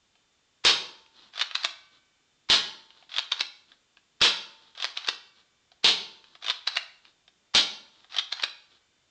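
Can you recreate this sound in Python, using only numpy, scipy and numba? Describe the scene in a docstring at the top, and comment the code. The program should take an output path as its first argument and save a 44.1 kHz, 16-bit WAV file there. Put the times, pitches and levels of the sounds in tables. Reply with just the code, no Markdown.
"""A pump-action paintball pistol fires five times in a hallway, right beside a small camera.
In each shot a hammer slides, a burst of gas leaves the barrel and a spring rings on. Then the pump
rattles back, knocks forward and slams the breech (the loading opening) shut. In between, the hand
rubs the gun and loose parts click. The hallway rings for about half a second, the microphone hisses
faintly, and the camera's limiter flattens the blasts."""
import sys
import numpy as np
from scipy import signal
from scipy.fft import rfft, irfft
from scipy.io import wavfile
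from numba import njit

SR = 44100
rng = np.random.default_rng(int(sys.argv[2]) if len(sys.argv) > 2 else 0)


def int16_out(signal):
    """Quantize to a 16-bit WAV file."""
    q = np.round(np.clip(np.atleast_2d(signal).T, -1, 1) * 32767)
    wavfile.write(sys.argv[1], SR, q.astype(np.int16))


N = 401310

# The pump is pulled back. Each row: time it hits the stop in seconds, level in dB, chatter time in
# seconds, gap from last catch to stop in seconds, growth of the catches in dB, hand rub level in dB.
PUMP_PULLS = [(1.412, 5, 0.0055, 0.017, 4.5, -56), (3.1827, 4.5, 0.0038, .0202, 4.5, -61.5),
              (4.844, 2.5, .0013, 0.021, 4.5, -61), (6.498, 5, .0058, .0165, 3, -62.5),
              (8.184, 6, 0.0063, .0193, 5.5, -62.5)]
# The breech slams shut. Each row: time in seconds, then four levels in dB: the slam, the breech's
# ring and the bolt's ping (both relative to the slam), and the spring.
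BREECH_SLAMS = [(1.6466, -2, -0.5, -10, -55.5), (3.4072, -3, 0, -6.5, -74.5), (5.086, -2.5, 5.5, -8, -61),
                (6.769, -3, -3, 2.5, -80), (8.436, -3, 3.5, -8.5, -63.5)]
# The tone of hard parts hitting. Each row: frequency in Hz, level in dB.
CONTACT_TONE = [(40, -40), (200, -40), (500, -34), (720, -9), (1250, -4.5), (2000, -6.5), (3000, -6),
                (3700, -2.5), (4700, -5.5), (6000, -15), (8000, -34), (11000, -35)]
STOP_HZ = 3680  # pitch of a part hitting its stop
TOUCH_S, TOUCH_DB = .0042, -12  # parts touch lightly just before a hard knock


def undb(db):
    """Turn decibels into a number to multiply by."""
    return 10 ** (np.asarray(db) / 20)


def clock(length):
    """The time of each sample in a sound so many seconds long."""
    return np.arange(int(length * SR)) / SR


def fade(t, t60):
    """Die away smoothly, dropping 60 dB in the fade time t60."""
    return np.exp(-np.log(1000) * t / t60)


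def unit(x):
    """Scale a sound so that its total energy is 1."""
    return x / np.sqrt(np.sum(x ** 2))


def add(track, s, x):
    """Mix a sound into a track, starting at s seconds."""
    i = int(s * SR)
    track[i:i + len(x)] += x[:N - i]


def on_log_axis(hz, points):
    """Read a table of frequencies and values between its rows."""
    f, value = np.transpose(points)
    return np.interp(np.log(hz + 1), np.log(f), value)


def colour(x, points, size=2048):
    """Filter a sound to give it the tone in a table of frequencies and levels."""
    gains = undb(on_log_axis(np.arange(size + 1) * SR / (2 * size), points))
    # build the filter so that nothing sounds ahead of a hit
    cepstrum = irfft(np.log(gains))
    cepstrum[1:size] *= 2
    cepstrum[size + 1:] = 0
    response = irfft(np.exp(rfft(cepstrum)))[:size]
    return signal.fftconvolve(x, unit(response))[:len(x)]


def ring(modes, t, scatter_db=0, detune=0):
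    """A struck part's fading tones (modes); where the blow lands can vary their level and pitch."""
    chance = rng.standard_normal((len(modes), 2))
    return sum(undb(db + scatter_db * a) * fade(t, t60) * np.sin(2 * np.pi * hz * (1 + detune * b) * t)
               for (hz, db, t60), (a, b) in zip(modes, chance))


def hiss():
    """The microphone hisses steadily, with a thin electronic whine."""
    # The tone of the hiss. Each row: frequency in Hz, level in dB.
    hiss_tone = [(15, -44), (25, -4.5), (148, -4.5), (189, -5), (324, -5), (393, -6), (434, -6.5),
                 (625, -8.5), (2070, -8.5), (3450, -7.5), (3890, -9), (7340, -12.5), (8500, -26.5),
                 (11000, -54), (18700, -120)]
    # The tones of the whine. Each row: pitch in Hz, average level in dB.
    whine_tones = [(2396, -90.5), (3036, -87.5), (3569, -81), (7133, -87)]
    t = np.arange(N) / SR
    whine = sum(undb(db) * np.sqrt(2) * np.sin(2 * np.pi * hz * t) for hz, db in whine_tones)
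    return undb(-70.5) * colour(rng.standard_normal(N), hiss_tone) + whine


def knock(low_db, chatter, part_hz, part_db=-6, treble_hz=6000):
    """Parts meet in tiny bounces (chatter) that ring the struck part and the gun; loose parts buzz."""
    # The gun's dull body, then its ringing metal. Each row: pitch in Hz, level in dB, fade in seconds.
    gun_modes = [(732, -11, 0.035), (953, -19, 0.022), (1300, -15.5, 0.04), (1690, -14, 0.03),
                 (2300, -23, 0.013), (2640, -9.5, 0.038), (3275, -3.5, 0.052), (3440, 5.5, 0.022),
                 (3648, 5.5, 0.021), (3950, 7, .02), (4600, -7, 0.041), (5300, -9, 0.0066),
                 (2076, -30, .22), (3070, -27, 0.3), (3160, -27, .22), (3380, -27, 0.21), (3583, -25, .22),
                 (4130, -25, .22), (4140, -28, 0.27), (4283, -32, .25)]
    t = clock(.3)
    # the force builds up as the parts press together, then dies away
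    force = (t / chatter + .15) * np.exp(-(1.5 * t / chatter) ** 2)
    contacts = unit(rng.standard_normal(len(t)) * rng.random(len(t)) ** 3 * force)
    modes = [(hz, db + low_db * (hz < 2000), t60) for hz, db, t60 in gun_modes]
    body = unit(signal.fftconvolve(contacts, ring(modes, t, scatter_db=2, detune=.003))[:len(t)])
    part = unit(signal.fftconvolve(contacts, ring([(part_hz, 0, .012)], t))[:len(t)])
    crack = unit(colour(contacts, CONTACT_TONE))
    # so small a body gives off little bass, and its plastic shell dulls the top
    shell = signal.butter(2, [600, treble_hz], "band", fs=SR, output="sos")
    hit = signal.sosfilt(shell, body + undb(part_db) * part + undb(-2.5) * crack)
    buzz = unit(colour(rng.standard_normal(len(t)) * fade(t, 0.068), CONTACT_TONE))
    return unit(hit + undb(-7) * buzz)


def scrape(speed, tone=CONTACT_TONE):
    """Sliding makes a stream of tiny uneven slips, louder at higher speed."""
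    slips = unit(rng.standard_normal(len(speed)) ** 3) * np.sqrt(len(speed))
    return colour(slips * speed, tone)


def handling(grip_s=0.27, settle_s=0.13):
    """Loose parts click; the hand rubs as it grips before each pull and settles after each slam."""
    # Stray clicks. Each row: start in seconds, level in dB, boost of the low tones in dB.
    clicks = [(0.154, -36.5, 23), (1.062, -32.5, 2), (1.5111, -10, 8), (2.904, -26, 6), (3.025, -28.5, 31),
              (3.718, -26, -8), (3.97, -27.5, 15.5), (5.046, -14, -2), (5.717, -28, 20.5),
              (6.241, -26.5, 8), (6.352, -22, 16.5), (7.052, -26, -8), (7.279, -27, 15), (8.044, -28, 11),
              (8.397, -9, -14)]
    # The tone of a hand rubbing the gun. Each row: frequency in Hz, level in dB.
    rub_tone = [(60, -13.5), (300, -4.5), (700, -8.5), (1300, -3.5), (2400, -9.5), (3300, 1), (4000, 2),
                (4800, -6), (6000, -14.5), (8000, -33.5)]
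    out = np.zeros(N)
    for s, *_, grip_db in PUMP_PULLS:
        grip = scrape(np.hanning(int(grip_s * SR)), rub_tone)
        add(out, s - .19 - grip_s / 2, undb(grip_db) * grip)
    for s, *_ in BREECH_SLAMS:
        settle = scrape(np.hanning(int(settle_s * SR)), rub_tone)
        add(out, s + .305 - settle_s / 2, undb(-61.5) * settle)
    for s, db, low_db in clicks:  # light contacts are duller
        add(out, s, undb(db) * knock(low_db, chatter=0.0033, part_hz=3160, treble_hz=3980))
    return out


def shots(hammer_s=0.014):
    """The hammer slides and hits the valve: a low pop together with a gas jet that quickly dies away."""
    # The shots. Each row: start in seconds, then the levels of jet, pop and spring in dB.
    firings = [(0.65, 4, 6.5, -49.5), (2.4998, 3.5, 4, -49.5), (4.2153, 3.5, 0.5, -48.5),
               (5.844, 3.5, 3.5, -52), (7.549, 1.16, -2, -56)]
    # The tone of the gas jet. 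Each row: frequency in Hz, level in dB.
    jet_tone = [(30, -46), (80, -24.5), (130, -29.5), (280, -17.5), (450, -14), (650, -15), (950, -10.5),
                (2100, -8.5), (2700, -4.5), (3400, 1.5), (4200, -0.5), (5200, -8.5), (8000, -25.5),
                (11000, -41)]
    # The hammer spring, slack after a shot. Each row: pitch in Hz, level in dB, fade in seconds.
    slack_spring = [(895, -3.5, 1.3), (1043, -10, 1.1), (1404, -2.5, 1), (3243, -7, 1), (3278, -8, 1),
                    (3373, -8, .9)]
    pop_modes = [(85, -11.5, 0.05), (204.7, -3.0, 0.056), (418, 8.0, 0.024)]  # same columns
    out, t = np.zeros(N), clock(0.93)
    for s, jet_db, pop_db, spring_db in firings:
        add(out, s - hammer_s, undb(-30.5) * scrape(clock(hammer_s) / hammer_s))
        add(out, s, undb(12.5) * knock(low_db=-6.5, chatter=0.0017, part_hz=3650))
        jet = unit(colour(rng.standard_normal(len(t)) * fade(t, 0.16), jet_tone))
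        # the gas leaving the barrel pushes out one low pulse
        pop = unit(ring(pop_modes, t, scatter_db=-1.0, detune=0.018))
        add(out, s, undb(jet_db + 21) * jet + undb(pop_db) * pop)
        add(out, s, undb(spring_db) * ring(slack_spring, clock(2)))
    return out


def pulls(slide_s=.088, catches=4):
    """The pump speeds back along its rods, catches ever sooner and harder, and hits the stop."""
    out = np.zeros(N)
    for s, db, chatter, last_gap, rise_db, _ in PUMP_PULLS:
        add(out, s - slide_s, undb(-41) * scrape(np.linspace(.08, 1, int(slide_s * SR))))
        for lag, bounce_db in [(0, 0), (0.0076, -6.5)]:  # each hit, then its one softer bounce
            for k in range(1, catches + 1):  # counting backwards from the stop
                catch_db = 2 + bounce_db - rise_db * k ** 1.28
                catch = knock(low_db=9.5, chatter=0.0052, part_hz=3500)
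                add(out, s + lag - last_gap * k ** 1.08, undb(catch_db) * catch)
            stop = knock(low_db=-2, chatter=chatter, part_hz=STOP_HZ)
            add(out, s + lag, undb(db + bounce_db) * stop)
    return out


def pushes(slide_lead_s=.015, latch_lead_s=.0137):
    """The pump starts forward with a knock, slides on and clicks the latch just before the slam."""
    # The forward knocks. Each row: time in seconds, level in dB, boost of the low tones in dB,
    # pitch of the struck part in Hz.
    pump_pushes = [(1.552, 1.5, -15, 3700), (3.3195, 3, -5, 3950), (4.972, -4, 5, 3740),
                   (6.674, 3, 4, 4250), (8.324, -1.5, 4, 4050)]
    out = np.zeros(N)
    for (s, db, low_db, part_hz), (shut, *_) in zip(pump_pushes, BREECH_SLAMS):
        start = s - slide_lead_s
        add(out, start, undb(-44.5) * scrape(np.linspace(.5, 1, int((shut - start) * SR))))
        add(out, s - TOUCH_S, undb(db + TOUCH_DB) * knock(low_db, TOUCH_S, part_hz))
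        add(out, s, undb(db + 2.5) * knock(low_db, chatter=0.0048, part_hz=part_hz))
        latch = knock(low_db=-12.5, chatter=0.0045, part_hz=4530, part_db=8)
        add(out, shut - latch_lead_s, undb(-7) * latch)
    return out


def slams(bass_cut_hz=400):
    """The bolt touches, snaps the breech shut and sets the squeezed spring ringing."""
    # The ring of the closed breech. Each row: pitch in Hz, level in dB, fade in seconds.
    breech_modes = [(400, -13, .022), (680, -9, .018), (950, -6, .013), (1350, -1, .014), (1620, 4, .016),
                    (2000, -4, .008), (2600, 2, .01)]
    # The hammer spring, squeezed by pumping. Each row: pitch in Hz, level in dB, fade in seconds.
    tight_spring = [(1168, -1, 1.2), (1529, 1.5, 1.25), (2280, -6, 1.5), (2939, -10, 1.6), (3052, -13, 2)]
    out = np.zeros(N)
    for s, db, breech_db, ping_db, spring_db in BREECH_SLAMS:
        breech = unit(ring(breech_modes, clock(.1), scatter_db=1.5, detune=.015))
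        touch = knock(low_db=-1.5, chatter=TOUCH_S, part_hz=STOP_HZ)
        snap = knock(low_db=1, chatter=0.0052, part_hz=2816, part_db=ping_db, treble_hz=7190)
        add(out, s - TOUCH_S, undb(db + TOUCH_DB + 9) * touch)
        add(out, s, undb(db + 8) * snap)
        add(out, s, undb(db + breech_db - 8) * breech)
        add(out, s, undb(spring_db) * ring(tight_spring, clock(1.8)))
    return signal.sosfilt(signal.butter(2, bass_cut_hz, "high", fs=SR, output="sos"), out)


def hallway(x, build_s=0.0098, first_echo_s=.004, round_trip_s=.0072):
    """Near walls and doors give separate echoes, which blur into a smooth, fading tail."""
    # How long the hallway rings. Each row: frequency in Hz, fade in seconds.
    ring_times = [(60, 0.22), (150, 0.6), (250, 0.65), (550, 0.56), (1100, 0.61), (2200, 0.52),
                  (4400, 0.53), (8000, 0.45)]
    t = clock(0.74)
    edges = np.r_[0, 100 * 2 ** np.arange(8), SR]  # bands an octave wide
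    noise = rfft(rng.standard_normal(len(t)))
    hz = np.arange(len(noise)) * SR / len(t)
    tail = np.zeros(len(t))
    for lo, hi in zip(edges, edges[1:]):
        band = irfft(noise * (hz >= lo) * (hz < hi), len(t))
        tail += band * fade(t, on_log_axis((lo + hi) / 2, ring_times))
    tail = unit(tail * (1 - np.exp(-t / build_s)))
    strengths = rng.standard_normal(len(t))
    arrivals = (rng.random(len(t)) < 700 / SR) * (t > first_echo_s)  # about 700 echoes a second
    near = unit(strengths * arrivals * fade(t, 0.18))
    # sound bounces to and fro between the two facing walls
    bounces = (np.arange(len(t)) % int(round_trip_s * SR) == 0) * (t > 0)
    flutter = unit(bounces * fade(t, 0.091))
    echoes = undb(-7.5) * near + undb(-15) * flutter + undb(-13.5) * tail
    return x + signal.fftconvolve(x, echoes)[:N]


@njit
def follow(x, attack, release):
    """Track a sound's peaks, with rise (attack) and fall (release) times in seconds."""
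    out, level = np.empty(len(x)), 0.
    up, down = 1 - np.exp(-1 / (attack * SR)), 1 - np.exp(-1 / (release * SR))
    for i in range(len(x)):
        level += (abs(x[i]) - level) * (up if abs(x[i]) > level else down)
        out[i] = level
    return out


def scene():
    """The gun in the hallway, over the hiss, in one channel."""
    gun = shots() + pulls() + pushes() + slams() + handling()
    return (hallway(gun) + hiss())[None]


def record(dry):
    """The camera's limiter turns loud peaks down; what slips by is rounded, and the top treble is cut."""
    ceiling, full_scale, top_hz = .34, .6, 8680
    peaks = follow(dry[0], attack=.00003, release=0.0063)
    gain = 1 / np.maximum(1, peaks / ceiling)
    rounded = full_scale * np.tanh(dry * gain / full_scale)
    treble_cut = signal.firwin(161, top_hz, window=("kaiser", 8), fs=SR)
    return signal.fftconvolve(rounded, treble_cut[None], mode="same")


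dry = scene()
out = record(dry)
int16_out(out)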